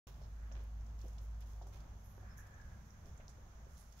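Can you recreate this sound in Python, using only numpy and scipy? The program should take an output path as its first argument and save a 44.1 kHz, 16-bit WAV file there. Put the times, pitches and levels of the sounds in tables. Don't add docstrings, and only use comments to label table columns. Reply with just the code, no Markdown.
import sys
import numpy as np
from scipy import signal
from scipy.fft import rfft, irfft, next_fast_len
from scipy.io import wavfile
from scipy.ndimage import map_coordinates

SR = 44100
rng = np.random.default_rng(int(sys.argv[2]) if len(sys.argv) > 2 else 0)


def store_wav(level_fs):
    pcm = np.round(np.clip(np.atleast_2d(level_fs), -1, 1) * 32767)
    wavfile.write(sys.argv[1], SR, pcm.T.astype(np.int16))


N = 176400
TIME = np.arange(N) / SR


def amp(db):
    return 10 ** (np.asarray(db) / 20)

def unit(x):
    return x / np.sqrt(np.mean(x ** 2) + 1e-20)

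def along(points, hz):
    freqs, values = np.transpose(points)
    return np.interp(np.log(hz + 1), np.log(freqs + 1), values)

def curve(points):
    return np.interp(TIME, *np.transpose(points))

def wobble(per_s):
    return map_coordinates(rng.standard_normal(400), [TIME * per_s], mode="wrap")

def tone(pitch_hz):
    return np.sqrt(2) * np.sin(2 * np.pi * np.cumsum(pitch_hz) / SR)

def filtered(x, response):
    n = x.shape[-1]
    padded = next_fast_len(n + 4096)
    return irfft(rfft(x, padded) * response(np.fft.rfftfreq(padded, 1 / SR)), padded)[..., :n]

def band(x, centre_hz, octaves):
    return unit(filtered(x, lambda hz: np.exp(-.5 * (np.log2((hz + 1) / centre_hz) / octaves) ** 2)))

def pan(db):
    return amp(np.array([db, -db]) / 2).reshape(2, -1)

def from_afar(x, lead_s=.00033):
    return filtered(x, lambda hz: np.exp(1j * np.pi * hz * lead_s * np.array([[1], [-1]]))) * pan(-.5)

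def grains(per_s, size):
    hits = (rng.random(size) < per_s / SR) * amp(3 * rng.standard_normal(size))
    return hits * rng.standard_normal((2, size))

def stroke(progress, rise_share=.15):
    return np.minimum(progress / rise_share, 1) * np.exp(-progress ** 3)

def add(track, start_s, x):
    part = track[..., max(round(start_s * SR), 0):][..., :x.shape[-1]]
    part += x[..., :part.shape[-1]]


# freq_hz, correlation
MIC_LIKENESS = [(60, .99), (130, 1), (250, 0.9), (500, 0.6), (1000, 0), (16000, 0)]
def rush(spectrum):
    def response(hz):
        angle = np.arccos(np.clip(along(MIC_LIKENESS, hz), -1, 1)) / 2
        return amp(along(spectrum, hz)) * [np.cos(angle), np.sin(angle)]
    mid, side = filtered(rng.standard_normal((2, N)), response)
    return unit(np.array([mid + side, mid - side]))


# time_s, pitch_hz
ENGINE_PITCH = [(0, 53.5), (.8, 54), (1.4, 54.5), (2.1, 53), (4, 55)]
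# time_s, level_db
ENGINE_LEVEL = [(.07, -53.5), (.4, -47.5), (.6, -45.5), (1.1, -47), (1.4, -46), (1.7, -50), (2.1, -56),
                (3.1, -64), (4, -57)]
ENGINE_HUM_LEVEL = [(0, -66), (1.5, -61), (2.8, -63.5), (3.3, -74), (4, -78)]
def engine(hum_hz=98.36):
    firing = tone(curve(ENGINE_PITCH) + .48 * wobble(4.97))
    firing *= amp(curve(ENGINE_LEVEL) + .8 * wobble(16))
    hum = amp(curve(ENGINE_HUM_LEVEL) + .33 * wobble(14)) * tone(hum_hz + wobble(3.94))
    return from_afar(firing + hum)


# freq_hz, density_db
RUMBLE_SPECTRUM = [(15, -8), (28, 2), (42, -10), (63, 4.5), (80, -1.5), (110, -7.5), (150, -7.5),
                   (185, -13), (220, -13.5), (270, -29), (450, -56.5)]
AIR_SPECTRUM = [(120, -1.5), (250, 1.5), (400, -2), (700, 2.5), (1100, 0), (1700, -10), (2300, -14.5),
                (3500, -16), (6000, -47), (15000, -74)]
# time_s, level_db
RUMBLE_DRIFT = [(0, -56), (1, -57.5), (2.2, -57.5), (2.6, -55), (3.1, -55.5), (3.5, -58), (4, -60)]
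AIR_DRIFT = [(0, -69), (.6, -67), (1.5, -67.5), (2.4, -68), (3.2, -67.5), (4, -69.5)]
def outdoors():
    rumble = amp(curve(RUMBLE_DRIFT) + wobble(8.1)) * rush(RUMBLE_SPECTRUM)
    air = amp(curve(AIR_DRIFT) + .92 * wobble(8.04)) * rush(AIR_SPECTRUM)
    return from_afar(rumble) + air * pan(-.06)


# start_s, length_s, level_db, centre_hz, width_octaves
SAND_SCUFFS = [(0.061, 0.044, -65.5, 4040, 5.2), (0.101, 0.18, -78, 10100, 2.3),
               (.212, 0.048, -77, 4840, 0.44), (.55, 0.11, -78, 2040, 1.8), (0.976, 0.14, -74.5, 7000, 2.6),
               (1.208, 0.048, -74.5, 11800, 0.73), (1.409, 0.029, -73, 3550, 1.4),
               (1.446, 0.15, -76, 8300, 0.89), (1.72, 0.072, -71, 4650, 2.5), (1.99, 0.054, -84, 11500, .3),
               (2.026, 0.15, -74.5, 11500, 0.21), (2.37, 0.031, -67, 13300, 0.35),
               (2.371, 0.042, -70.5, 6700, 0.22), (2.376, 0.037, -68, 11030, .08),
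               (2.85, .05, -79, 12000, 0.51), (3.061, 0.041, -75, 6000, 3.6),
               (3.664, 0.35, -76.5, 8400, 0.59), (3.76, 0.087, -72, 7060, 0.81),
               (3.773, 0.052, -67, 9900, 0.19), (3.962, 0.11, -69, 8160, 1.6)]
def scuffs():
    out, t = np.zeros((2, N)), np.arange(SR // 3) / SR
    for start_s, length_s, db, hz, octaves in SAND_SCUFFS:
        sliding = band(grains(per_s=3500, size=len(t)), hz, octaves)
        add(out, start_s, amp(db + 2.5) * stroke(t / length_s) * sliding)
    return out


def trickle():
    return amp(-90.5 + 4.9 * wobble(4.9)) * band(grains(per_s=900, size=N), 8000, octaves=.56)


# start_s, level_db, centre_hz, width_octaves, t60_s
GRIT_TICKS = [(0.143, -58, 5030, 0.72, 0.0081), (0.515, -52.5, 1670, 1, 0.024),
              (.521, -52, 6100, 0.22, 0.039), (0.552, -54, 2200, .9, 0.022),
              (0.565, -54, 2600, 0.92, 0.016), (.635, -62, 11500, 0.36, 0.037),
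              (0.808, -58, 6000, 0.51, 0.016), (0.864, -57, 7050, 0.53, 0.022),
              (0.989, -61, 5300, 0.42, 0.035), (1.013, -55, 5700, 0.47, 0.034), (1.065, -72, 7000, .6, .03),
              (1.08, -51, 7940, 0.48, 0.031), (1.129, -57, 8000, 0.53, 0.04),
              (1.182, -53.5, 5160, 0.57, 0.039), (1.218, -63, 11500, .35, .025), (1.405, -53, 8500, 1, .03),
              (1.615, -60.5, 5060, 0.71, 0.081), (1.667, -57, 7760, 0.74, 0.1),
              (1.801, -54.5, 5800, 0.76, 0.039), (2.465, -54.5, 8400, 0.88, 0.044),
              (2.541, -57.5, 6760, 0.17, 0.03), (2.613, -52.5, 6000, 0.33, 0.016),
              (2.905, -58, 6000, .2, 0.02), (3.057, -53, 6500, 0.76, 0.016),
              (3.176, -51, 7500, 0.29, 0.022), (3.198, -59.5, 1830, 0.51, 0.08),
              (3.28, -50.5, 5750, 0.21, 0.018), (3.286, -55, 7360, 0.46, 0.1),
              (3.921, -56, 6100, 0.75, 0.059)]
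def ticks(rise_share=.05):
    out, t = np.zeros((2, N)), np.arange(SR // 3) / SR
    for start_s, db, hz, octaves, t60_s in GRIT_TICKS:
        crunch = band(grains(per_s=7000, size=len(t)), hz, octaves)
        rise = 1 - np.exp(-t / (rise_share * t60_s))
        add(out, start_s, amp(db - 5 - 60 * t / t60_s) * rise * crunch)
    return out


# start_s, level_db, pitch_hz, t60_s
PAW_THUMPS = [(.216, -56, 560, 0.021), (0.515, -61, 576, 0.06), (.552, -60.5, 814, 0.047),
              (1.041, -58, 317, 0.055), (1.048, -61.5, 633, 0.034), (1.055, -58, 524, 0.058),
              (1.614, -52, 721, 0.041), (1.626, -59, 776, 0.043), (1.669, -52, 790, 0.015),
              (2.178, -57.5, 353, 0.025), (2.197, -68, 410, 0.026), (2.229, -63.5, 722, 0.068),
              (3.199, -58.5, 603, 0.026), (3.384, -60, 493, 0.031), (3.667, -63, 397, 0.041)]
# pitch_ratio, gain_db
GROUND_MODES = [(0.521, -3), (.8, -2.5), (1, 5.5), (1.2, -3.5), (1.75, -18)]
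def paws(rise_s=.0005):
    out, t = np.zeros((2, N)), np.arange(SR // 4) / SR
    for start_s, db, hz, t60_s in PAW_THUMPS:
        ring = np.zeros(len(t))
        for ratio, gain_db in GROUND_MODES:
            gain = amp(gain_db + 1.5 * rng.normal())
            mode_hz = hz * ratio * (1 + .025 * rng.normal())
            ring += gain * np.sin(2 * np.pi * mode_hz * t)
        puff = amp(-2) * band(rng.standard_normal((2, len(t))), hz, octaves=.36)
        rise = 1 - np.exp(-t / rise_s)
        add(out, start_s, amp(db - 1.5 - 60 * t / t60_s) * rise * (ring + puff))
    return out * pan(-1.3)


# freq_hz, density_db
SWELL_SPECTRUM = [(700, -45), (1150, -8), (1450, -4.5), (1700, -5), (1900, -8.5), (2500, -15.5),
                  (3200, -45)]
# time_s, level_db
SWELL_CONTOUR = [(0, -80), (.3, -78), (.45, -71), (.7, -78), (2.15, -78), (2.24, -70), (2.4, -68.5),
                 (2.52, -72), (2.63, -71), (2.85, -74), (4, -76.5)]
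def swell():
    return amp(curve(SWELL_CONTOUR) + 1.2 * wobble(40)) * rush(SWELL_SPECTRUM) * pan(-2.5)


# start_s, length_s, level_db, centre_hz
BODY_DRAGS = [(0.563, 0.064, -68, 390), (1.621, .13, -71, 370), (3.04, 0.068, -67, 384)]
def fur():
    out, t = np.zeros((2, N)), np.arange(SR // 3) / SR
    for start_s, length_s, db, hz in BODY_DRAGS:
        rub = band(rng.standard_normal(len(t)), hz, octaves=.61)
        add(out, start_s, amp(db) * stroke(t / length_s) * rub)
    return out


# time_s, level_db, centre_hz, width_octaves
GRAIN_SNAPS = [(1.183, -55, 4300, .4), (1.408, -51, 12000, 0.22), (2.181, -59, 750, 1),
               (3.2815, -46, 5030, 0.3)]
def snaps():
    out, size = np.zeros((2, N)), SR // 3
    lead_in_s = (size - 1) / SR / 2
    for time_s, db, hz, octaves in GRAIN_SNAPS:
        click = band(signal.unit_impulse(size, "mid"), hz, octaves)
        add(out, time_s - lead_in_s, amp(db) * click / click.max())
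    return out


# freq_hz, density_db
WHIR_SPECTRUM = [(4800, -22), (5400, -0.5), (6200, 6), (6900, 0.5), (7600, -18)]
# time_s, level_db
WHIR_CONTOUR = [(0, -92), (2.2, -81.5), (2.4, -87.5), (2.9, -78.5), (3.3, -81.5), (4, -81.5)]
def whir():
    return amp(curve(WHIR_CONTOUR) + wobble(14)) * rush(WHIR_SPECTRUM) * pan(-10)


# time_s, level_db
WHISTLE_CONTOUR = [(2.15, -100), (2.21, -74), (2.33, -73), (2.41, -64), (2.45, -72), (2.53, -70.5),
                   (2.585, -65), (2.64, -72), (2.73, -72.5), (2.9, -93)]
# time_s, pitch_hz
WHISTLE_GLIDE = [(2.2, 1672), (2.41, 1705), (2.59, 1677), (2.8, 1620)]
def whistle(width_hz=80):
    flutter = unit(filtered(rng.standard_normal((2, N)), lambda hz: np.exp(-.5 * (hz / width_hz) ** 2)))
    return amp(curve(WHISTLE_CONTOUR)) * flutter * tone(curve(WHISTLE_GLIDE)) * pan(-2)


def peep(peak_s=2.322, width_s=.02, pitch_hz=5260):
    envelope = np.exp(-.5 * ((TIME - peak_s) / width_s) ** 2)
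    return amp(-78) * envelope * band(rng.standard_normal(N), pitch_hz, octaves=.017) * pan(-16)


# freq_hz, gain_db
MIC_COLOUR = [(100, -24), (500, 14), (4500, -3), (6300, 3), (7500, -3), (8400, -17), (10000, -10),
              (11000, -11), (12000, -4), (12900, -8.5), (16000, -6)]
# freq_hz, left_minus_right_db
SAND_BALANCE = [(300, -19), (1500, 0.5), (3300, -17.5), (5500, -10), (7400, -7), (9500, -18.5),
                (13000, -14.5)]
def sand_at_mics(sand):
    return filtered(sand, lambda hz: amp(along(MIC_COLOUR, hz)) * pan(along(SAND_BALANCE, hz)))


def yard_echo(x, t60_s=.25):
    t = np.arange(SR // 3) / SR
    tail = rng.standard_normal((2, len(t))) * amp(-60 * t / t60_s)
    return amp(-5) * signal.fftconvolve(x, tail / np.linalg.norm(tail[0]), axes=1)[:, :N]


def scene():
    hares = paws() + fur() + sand_at_mics(ticks() + snaps() + scuffs() + trickle())
    return hares + yard_echo(hares) + engine() + outdoors() + swell() + whir() + whistle() + peep()


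# freq_hz, density_db
LEFT_MIC_HISS = [(1500, -7), (3500, 1), (5700, 4), (6200, 18.5), (7700, 15), (8300, -20), (9800, -22),
                 (12500, -12), (15800, -6)]
RIGHT_MIC_HISS = [(1500, -10.5), (3000, -5.5), (4800, -4), (6400, -2), (7300, -14), (8400, -26),
                  (10000, -14), (12000, -9), (13500, -11.5), (15800, -11.5)]
def record(dry, start_s=.069, top_hz=15750):
    hiss = np.array([amp(-81) * rush(LEFT_MIC_HISS)[0], amp(-74) * rush(RIGHT_MIC_HISS)[1]])
    opening = np.clip((TIME - start_s) / .0019, 0, 1)
    return filtered((dry + hiss) * opening, lambda hz: hz < top_hz)


dry = scene()
out = record(dry)
store_wav(out)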